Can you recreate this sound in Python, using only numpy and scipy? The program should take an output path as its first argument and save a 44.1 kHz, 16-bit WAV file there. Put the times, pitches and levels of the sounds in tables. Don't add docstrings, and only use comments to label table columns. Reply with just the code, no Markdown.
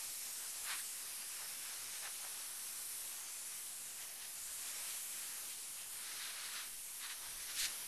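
import sys
import numpy as np
from scipy import signal
from scipy.fft import rfft, irfft, next_fast_len
from scipy.io import wavfile
from scipy.ndimage import uniform_filter1d, map_coordinates

SR = 44100
rng = np.random.default_rng(int(sys.argv[2]) if len(sys.argv) > 2 else 0)


def inscribe(sig):
    pcm = np.round(np.clip(np.atleast_2d(sig).T, -1, 1) * 32767)
    wavfile.write(sys.argv[1], SR, pcm.astype(np.int16))


N = 347067
TIME_S = np.arange(N) / SR
FREQ_HZ = np.fft.rfftfreq(N, 1 / SR)


def amp(db):
    return 10 ** (np.asarray(db) / 20)


def unit_rms(x):
    return x / np.sqrt(np.mean(x ** 2) + 1e-20)


def curves(rows, time_s):
    knots_s, *columns = np.transpose(rows)
    return [np.interp(time_s, knots_s, column) for column in columns]


def colour(points):
    freq_hz, gain_db = np.transpose(points)
    return amp(np.interp(np.log(FREQ_HZ + 1), np.log(freq_hz), gain_db))


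def bell(x, centre, half_width):
    return np.exp(-((x - centre) / half_width) ** 2)


def peaks(rows):
    return amp(sum(db * bell(FREQ_HZ, hz, width_hz / 2) for hz, width_hz, db in rows))


def rolloff(ratio, order):
    return 1 / np.sqrt(1 + ratio ** (2 * order))


def low_cut(corner_hz):
    return rolloff(corner_hz / (FREQ_HZ + 1), order=4)


def noise(gain):
    size = next_fast_len(N)
    shape = np.interp(np.fft.rfftfreq(size, 1 / SR), FREQ_HZ, gain)
    spectrum = rfft(rng.standard_normal(size)) * shape
    return unit_rms(irfft(spectrum, size)[:N])


def wobble(rate_hz):
    knots = rng.standard_normal(int(N * rate_hz / SR) + 4)
    return map_coordinates(knots, [TIME_S * rate_hz])


def steer(x, change_db, turbulence_db, frame_samples=512):
    freq_hz, time_s, spectra = signal.stft(x, SR, nperseg=frame_samples)
    patches = uniform_filter1d(rng.standard_normal(spectra.shape), size=7, axis=0)
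    patches = unit_rms(uniform_filter1d(patches, size=30, axis=1))
    gain_db = change_db(np.maximum(freq_hz, 100)[:, None], time_s) + turbulence_db * patches
    return signal.istft(spectra * amp(gain_db), SR, nperseg=frame_samples)[1][:N]


# freq_hz, gain_db
HISS_SPECTRUM = [(200, -31.5), (1000, -29), (3000, -14), (4500, -9.5), (5800, -7), (7000, -3.5),
                 (8500, -0.5), (10200, 2), (11600, -0.5), (12400, -0.9)]
# time_s, hiss_db, lobe_db
HISS_AIM = [(0.0, -46, -0.2), (0.56, -47.5, 4), (0.79, -44.5, 0), (0.87, -48.5, 5), (1.11, -46.5, -3.4),
            (1.99, -48, -0.5), (3.02, -45, -4), (3.26, -49.5, 5.5), (3.66, -47, -2), (3.9, -49.1, 2),
            (4.21, -49.1, -5.5), (4.45, -47.5, 4.5), (5.01, -45.5, 0.2), (5.88, -49.2, 1.5),
            (5.96, -47, -2), (6.28, -48.5, -2.5), (7.08, -49, 0), (7.15, -47.8, -6), (7.71, -47, -2.5),
            (7.87, -47.5, -9)]
# time_s, centre_hz, gain_db
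HISS_RESONANCE = [(0, 5300, 4), (1.4, 5150, 5), (3.2, 5700, 2), (6.3, 5750, -3.5), (7.87, 5850, 8)]


def nozzle_hiss(gain_db=2.5, lobe_hz=7000, lobe_half_octaves=0.28, ring_half_width_hz=420):
    def aim_db(freq_hz, time_s):
        hiss_db, lobe_db = curves(HISS_AIM, time_s)
        ring_hz, ring_db = curves(HISS_RESONANCE, time_s)
        lobe = bell(np.log2(freq_hz / lobe_hz), 0, lobe_half_octaves)
        ring = bell(freq_hz, ring_hz, ring_half_width_hz)
        return hiss_db + lobe_db * lobe + ring_db * ring
    jet = noise(colour(HISS_SPECTRUM) * low_cut(110))
    flutter_db = 0.3 * wobble(rate_hz=45)
    return amp(gain_db + flutter_db) * steer(jet, aim_db, turbulence_db=1.23)


# freq_hz, gain_db
WASH_SPECTRUM = [(200.0, -10.5), (500.0, -8), (900.0, -4), (1500.0, -2), (2500.0, -0.13), (3300.0, 0),
                 (4500.0, -0.8), (6000.0, 1), (9000.0, -7.5), (12500.0, -17)]
# centre_hz, width_hz, gain_db
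WASH_PEAKS = [(2460, 420, 0.9), (3360, 500, -1)]
# time_s, level_db
WASH_STRENGTH = [(0, -53.5), (0.95, -54.5), (1.75, -51.5), (2.78, -55), (3.35, -54.5), (3.5, -55),
                 (4.25, -55.5), (4.65, -53.5), (4.9, -50.5), (5.05, -53), (5.27, -52.5), (5.7, -55.5),
                 (5.93, -57), (6.08, -53), (6.66, -56), (6.82, -58.5), (7.15, -55.5), (7.7, -49.5),
                 (7.87, -54.5)]


def sheet_wash(gain_db=0.47, usual_db=-54, pivot_hz=2000, tilt_per_db=0.13):
    def spread_db(freq_hz, time_s):
        wash_db, = curves(WASH_STRENGTH, time_s)
        tilt_db_per_octave = -0.5 + tilt_per_db * (wash_db - usual_db)
        return wash_db + tilt_db_per_octave * np.log2(freq_hz / pivot_hz)
    flow = noise(colour(WASH_SPECTRUM) * peaks(WASH_PEAKS) * low_cut(120))
    ruffle_db = 0.61 * wobble(rate_hz=22)
    return amp(gain_db + ruffle_db) * steer(flow, spread_db, turbulence_db=1.16)


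# freq_hz, gain_db
ROOM_SPECTRUM = [(20, -7), (70, -17), (95, 5), (125, 3), (170, -14.5), (330, -4), (700, -14), (2000, -33)]


def room_murmur(level_db=-82, waver_db=2):
    return amp(level_db + waver_db * wobble(rate_hz=9)) * noise(colour(ROOM_SPECTRUM))


# centre_s, half_length_s, level_db
LOW_BUMPS = [(.077, .03, -70), (0.628, .03, -70), (1.1, .03, -72), (3.017, 0.041, -69), (4.48, .1, -69),
             (4.818, .037, -69), (5.937, 0.056, -72), (6.75, 0.095, -69), (7.345, .12, -63.5),
             (7.647, .035, -60)]
# freq_hz, gain_db
BUMP_SPECTRUM = [(15, 2), (30, -2.5), (60, -14), (100, -16), (250, -26), (1000, -80)]


def low_bumps(stir_db=-90, swing_db=5):
    stirring = amp(stir_db + swing_db * wobble(rate_hz=9))
    thumps = sum(amp(db) * bell(TIME_S, centre_s, half_s) for centre_s, half_s, db in LOW_BUMPS)
    return (stirring + thumps) * noise(colour(BUMP_SPECTRUM))


def flare(centre_s, half_length_s, low_hz, top_hz, resonance=1):
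    eddies = noise(resonance * low_cut(low_hz) * rolloff(FREQ_HZ / top_hz, order=2))
    return np.sqrt(bell(TIME_S, centre_s, half_length_s)) * eddies


# centre_s, level_db, top_hz
EDGE_CROSSINGS = [(.434, -58, 2400), (1.425, -57, 1900), (2.064, -51.5, 1980), (2.25, -58, 1900),
                  (4.015, -56, 5200), (4.236, -54, 5200), (4.666, -55, 6400), (4.91, -53, 7300),
                  (5.519, -54, 5800), (5.81, -55.5, 4400), (7.25, -56, 2300)]


def edge_puffs(half_length_s=0.029, band_octaves=1.5, rough_db=2):
    puffs = sum(amp(level_db) * flare(centre_s, half_length_s, top_hz / 2 ** band_octaves, top_hz)
                for centre_s, level_db, top_hz in EDGE_CROSSINGS)
    return puffs * amp(rough_db * wobble(rate_hz=120))


# centre_s, half_length_s, level_db, top_hz
FINGER_STRIKES = [(0.712, .037, -43, 3100), (.796, 0.019, -51, 3900), (6.122, 0.093, -52, 4940),
                  (6.248, 0.054, -48, 4600), (6.43, 0.097, -50, 4900), (6.581, 0.051, -47, 4400),
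                  (7.045, 0.027, -48.5, 4170), (7.112, 0.022, -48.5, 4430), (7.506, .02, -49.5, 4400),
                  (7.615, 0.034, -37.5, 10400), (7.649, .013, -37.8, 7500)]
# centre_hz, width_hz, gain_db
POCKET_PEAKS = [(1750, 400, 1.5), (3030, 1300, -1.5), (4040, 1600, 3.5), (5840, 3900, -1)]


def finger_flares(base_low_hz=1200, base_top_hz=4500, low_tracking=0.43, rough_db=0.68):
    pocket = peaks(POCKET_PEAKS)
    flares = np.zeros(N)
    for centre_s, half_length_s, level_db, top_hz in FINGER_STRIKES:
        low_hz = base_low_hz * (top_hz / base_top_hz) ** low_tracking
        flares += amp(level_db) * flare(centre_s, half_length_s, low_hz, top_hz, pocket)
    return flares * amp(rough_db * wobble(rate_hz=120))


def scene():
    mono = nozzle_hiss() + sheet_wash() + room_murmur() + low_bumps() + edge_puffs() + finger_flares()
    return np.array([mono, mono])


def record(dry, cutoff_hz=12580, offset_db=-66):
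    return irfft(rfft(dry) * (FREQ_HZ < cutoff_hz), N) - amp(offset_db)


dry = scene()
out = record(dry)
inscribe(out)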